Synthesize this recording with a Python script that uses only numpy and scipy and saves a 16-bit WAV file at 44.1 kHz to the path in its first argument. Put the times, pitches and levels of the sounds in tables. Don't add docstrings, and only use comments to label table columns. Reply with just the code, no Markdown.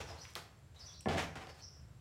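import sys
import numpy as np
from scipy import signal
from scipy.fft import rfft, irfft, next_fast_len
from scipy.io import wavfile
from scipy.ndimage import map_coordinates

SR = 44100
rng = np.random.default_rng(int(sys.argv[2]) if len(sys.argv) > 2 else 0)


def to_wav(sig):
    pcm = np.clip(np.atleast_2d(sig), -1, 1) * 32767
    pcm = np.round(pcm).astype(np.int16)
    wavfile.write(sys.argv[1], SR, pcm.T)


def gain_from_decibels(decibels):
    exponent = np.asarray(decibels, float) / 20
    return 10 ** exponent


N = 88244

# time_s, level_db
TRAFFIC_LEVEL = [
    (0.0, -55),
    (0.3, -62.5),
    (0.93, -62),
    (1.16, -57.5),
    (1.51, -60.5),
    (2.0, -58),
]
# frequency_hz, density_db (per Hz)
HUM_SPECTRUM = [(12, -80), (20, -49), (46, -9.5), (75, 1.5), (144, -6), (211, -17.5), (262, -35.5),
                (300, -22), (390, -41), (660, -120)]
# frequency_hz, density_db
AIR_SPECTRUM = [(120, -82), (200, -3), (500, -1), (800, -6), (1400, -7), (2600, -13), (7500, -19),
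                (15300, -28.5)]
# start_s, length_s, from_hz, to_hz, level_db
CHIRPS = [(0.0, 0.0079, 5605, 5800, -50), (0.06, 0.042, 5840, 4800, -54.5), (0.17, 0.023, 3970, 5000, -56),
          (0.195, 0.025, 5134, 5900, -49.5), (0.75, 0.034, 3660, 4200, -59.5),
          (0.785, 0.036, 5750, 4200, -50.5), (0.85, 0.03, 6020, 5500, -50),
          (0.875, 0.015, 3650, 3400, -53.5), (0.92, 0.03, 5240, 3500, -55), (0.955, 0.039, 5490, 5800, -59),
          (1.423, 0.022, 5100, 5320, -66), (1.465, 0.038, 4355, 5400, -59.5),
          (1.58, 0.031, 3870, 5040, -59), (1.605, 0.0396, 5323, 5620, -50), (1.72, 0.038, 5170, 5600, -63)]
# start_s, level_db,
# centre_hz, width_hz
SNAPS = [(0.005, -57, 2380, 4000), (0.253, -37.5, 2230, 2500), (0.306, -50, 10300, 9000),
         (0.337, -46, 6330, 7000), (0.354, -27, 3800, 2880), (0.3542, -30, 10200, 12300),
         (0.3551, -32, 2490, 4060), (0.362, -34, 1110, 1480), (0.362, -43.5, 8900, 9700),
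         (0.59, -62, 8000, 7800), (1.008, -41, 8100, 2460), (1.0107, -45, 8350, 2500),
         (1.0095, -49, 11500, 6030), (1.008, -49.5, 2800, 1490), (1.058, -37, 2060, 1900),
         (1.086, -32.5, 2960, 1930), (1.086, -45, 8500, 4000), (1.177, -42, 4200, 5000),
         (1.356, -39, 2400, 3460), (1.356, -46, 6950, 2930), (1.471, -42, 3400, 4000),
         (1.637, -61, 2630, 2680)]
# start_s, length_s, level_db, tilt_db_per_octave, frame_resonance_hz
DRAGS = [(0.0, 0.0068, -44.5, 0, 2500), (0.034, 0.07, -58, 1, 1480), (0.084, 0.089, -54, -0.5, 830),
         (0.183, 0.12, -63, 2.5, 1460), (0.353, 0.019, -46.5, 1, 1220), (0.742, 0.22, -66.5, 2, 980),
         (1.058, 0.031, -40, -6, 1410), (1.083, 0.077, -41.5, -2.5, 2550), (1.169, 0.054, -41, -0.5, 2200),
         (1.352, 0.051, -49.5, -1.5, 1940), (1.419, 0.084, -58, -0.5, 1520), (1.54, 0.064, -65.5, 2, 800)]
# frequency_hz, level_db
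GRIT_SPECTRUM = [(60, -10), (150, -10.5), (300, -4), (700, -1), (1300, -7), (3200, -10.5), (7000, -17),
                 (15300, -35.5)]
# start_s, level_db, top_hz (a soft blow has a low top frequency)
KNOCKS = [(0.002, -48, 2530), (0.083, -35, 95), (0.1, -48, 1220), (0.356, -46, 1496), (1.058, -28, 1660),
          (1.069, -23, 1020), (1.088, -30, 1790), (1.106, -44, 1800), (1.1, -23, 170), (1.15, -19, 95),
          (1.155, -32, 900), (1.2, -38.5, 1490), (1.256, -32.5, 204), (1.358, -41.5, 1520),
          (1.435, -46.5, 1500), (1.471, -47.5, 1820)]
# frequency_hz, level_db, t60_s
BOARD_MODES = [(81.2, -3.5, 0.12), (158.6, 0, 0.13), (208, -4, 0.056), (257.4, -5, 0.083),
               (356.6, -3, 0.076), (439.5, -3.5, 0.079), (510, 2.5, 0.038), (672, 2.5, 0.065),
               (772.4, 3.5, 0.069), (1056, 4, 0.032), (1365, -8.5, 0.09), (1755, 2, 0.042),
               (2146, 1.5, 0.036), (2670, -12, 0.016)]
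# frequency_hz, t60_s
ROOM_T60 = [(100, 0.63), (500, .45), (1400, 0.53), (3700, 0.37), (5500, 0.47), (7500, 0.35), (12000, 0.37)]


def unit(x):
    return x / np.sqrt(np.mean(x ** 2) + 1e-20)


def along(points, hz):
    f, v = np.transpose(points)
    return np.interp(np.log(hz + 1), np.log(f + 1), v)


def wobble(rate_hz):
    knots = rng.standard_normal(int(N * rate_hz / SR) + 4)
    return map_coordinates(knots, [np.arange(N) * rate_hz / SR])


def filtered(x, response):
    size = next_fast_len(len(x) + 8192)
    hz = np.fft.rfftfreq(size, 1 / SR)
    return irfft(rfft(x, size) * response(hz), size)[:len(x)]


def add(track, start_s, x):
    part = track[max(round(start_s * SR), 0):][:len(x)]
    part += x[:len(part)]


def traffic_hum(noise):
    t = np.arange(N) / SR
    unsteady = gain_from_decibels(0.83 * wobble(14.37))
    hum = unit(unsteady * filtered(noise, lambda f: gain_from_decibels(along(HUM_SPECTRUM, f))))
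    hum_gain_db = 3.5
    return gain_from_decibels(hum_gain_db + np.interp(t, *np.transpose(TRAFFIC_LEVEL))) * hum


def air_hiss(noise):
    hiss = unit(filtered(noise, lambda f: gain_from_decibels(along(AIR_SPECTRUM, f))))
    level_db = -69.5
    return gain_from_decibels(level_db) * gain_from_decibels(wobble(1.9)) * hiss


def insect(noise):
    t = np.arange(N) / SR
    centre_hz, width_hz, pulse_hz, peak_s, level_db = 7500, 250, 13.6, 1.75, -82
    song = unit(filtered(noise, lambda f: np.exp(-((f - centre_hz) / width_hz) ** 2)))
    pulses = np.exp(0.38 * (np.cos(2 * np.pi * pulse_hz * (t - peak_s)) - 1))
    return gain_from_decibels(level_db) * pulses * song


def birds():
    out = np.zeros(N)
    rasp = wobble(700)
    warble_hz, warble_depth, rasp_depth = 90, 0.02, 0.042
    for start_s, length_s, from_hz, to_hz, level_db in CHIRPS:
        u = np.linspace(0, 1, int(length_s * SR))
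        glide_hz = from_hz + (to_hz - from_hz) * u
        warble = warble_depth * np.sin(2 * np.pi * warble_hz * length_s * u)
        scatter = rasp_depth * rasp[round(start_s * SR):][:len(u)]
        phase = 2 * np.pi * np.cumsum(glide_hz * (1 + warble + scatter)) / SR
        add(out, start_s, gain_from_decibels(level_db + 3) * np.sin(np.pi * u) * np.sin(phase))
    return out


def snaps():
    out = np.zeros(N)
    impulse = np.arange(512) == 0
    for start_s, level_db, centre_hz, width_hz in SNAPS:
        def resonance(f):
            damping = 1j * f * width_hz
            return (damping / (centre_hz ** 2 - f * f + damping)) ** 3

        crack = filtered(impulse, resonance)
        add(out, start_s, gain_from_decibels(level_db) * crack / np.abs(crack).max())
    return out


def drags():
    out = np.zeros(N)
    t = np.arange(N) / SR
    grains_per_s, grain_db, uneven_db = 3000, 3, 2
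    rise_s, fall_s = 0.005, 0.022
    frame_db, frame_octaves = 3.5, 0.84
    for start_s, length_s, level_db, tilt_db, frame_hz in DRAGS:
        hit = rng.random(N) < grains_per_s / SR
        size = gain_from_decibels(grain_db * np.minimum(rng.exponential(size=N), 3))
        noise = rng.standard_normal(N)
        grains = hit * size * np.sign(noise) + 0.38 * noise

        def colour(f):
            tilt = tilt_db * np.log2((f + 50) / 1000)
            octaves = np.log2((f + 1) / frame_hz)
            frame = frame_db * np.exp(-(octaves / frame_octaves) ** 2)
            return gain_from_decibels(along(GRIT_SPECTRUM, f) + tilt + frame)

        rub = unit(filtered(grains, colour))
        rise = np.clip((t - start_s) / rise_s, 0, 1)
        fall = np.exp(-np.clip(t - start_s - length_s, 0, None) / fall_s)
        out += gain_from_decibels(level_db + uneven_db * wobble(45)) * rise * fall * rub
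    return out


def board():
    out = np.zeros(N)
    t = np.arange(SR // 3) / SR
    mode_hz, mode_db, t60_s = np.transpose(BOARD_MODES)[:, :, None]
    contact_cycles = 2.67
    for start_s, level_db, top_hz in KNOCKS:
        scatter_db = rng.normal(0, 1.5, mode_hz.shape)
        gain = gain_from_decibels(mode_db + scatter_db) / (1 + (mode_hz / top_hz) ** 2)
        pitch_hz = mode_hz * rng.normal(1, 0.0098, mode_hz.shape)
        cycles = pitch_hz * t + rng.random(mode_hz.shape)
        ring = gain * gain_from_decibels(-60 * t / t60_s) * np.sin(2 * np.pi * cycles)
        build_up = 1 - np.exp(-t * top_hz / contact_cycles)
        add(out, start_s, gain_from_decibels(level_db - 7) * build_up * ring.sum(axis=0))
    return out


def room(x):
    out = np.zeros(N)
    size = SR // 4
    gap_s = 0.004
    for i in range(0, N, size):
        hz, t, z = signal.stft(rng.standard_normal(SR), SR, nperseg=256)
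        decay = gain_from_decibels(-60 * t / along(ROOM_T60, hz)[:, None])
        tail = signal.istft(z * decay, SR, nperseg=256)[1]
        tail = tail / np.linalg.norm(tail)
        add(out, i / SR + gap_s, signal.fftconvolve(x[i:i + size], tail))
    return out


def scene():
    body, rub, crack, far = board(), drags(), snaps(), birds()
    wet = room(gain_from_decibels(-1.5) * body + gain_from_decibels(-6) * rub + gain_from_decibels(-4) * crack + far)
    direct = body + rub + crack + gain_from_decibels(-14) * far
    noise = rng.standard_normal((3, N))
    background = traffic_hum(noise[0]) + air_hiss(noise[1]) + insect(noise[2])
    return (direct + wet + background)[None]


def band_limit(x):
    return signal.sosfilt(signal.butter(12, 16450, fs=SR, output="sos"), x)


def record(dry):
    top_hz, bass_cut_hz = 15900, 22.3

    def microphone(f):
        return (f < top_hz) * (1j * f / (bass_cut_hz + 1j * f)) ** 3

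    return band_limit(filtered(dry[0], microphone)[None])


dry = scene()
out = record(dry)
to_wav(out)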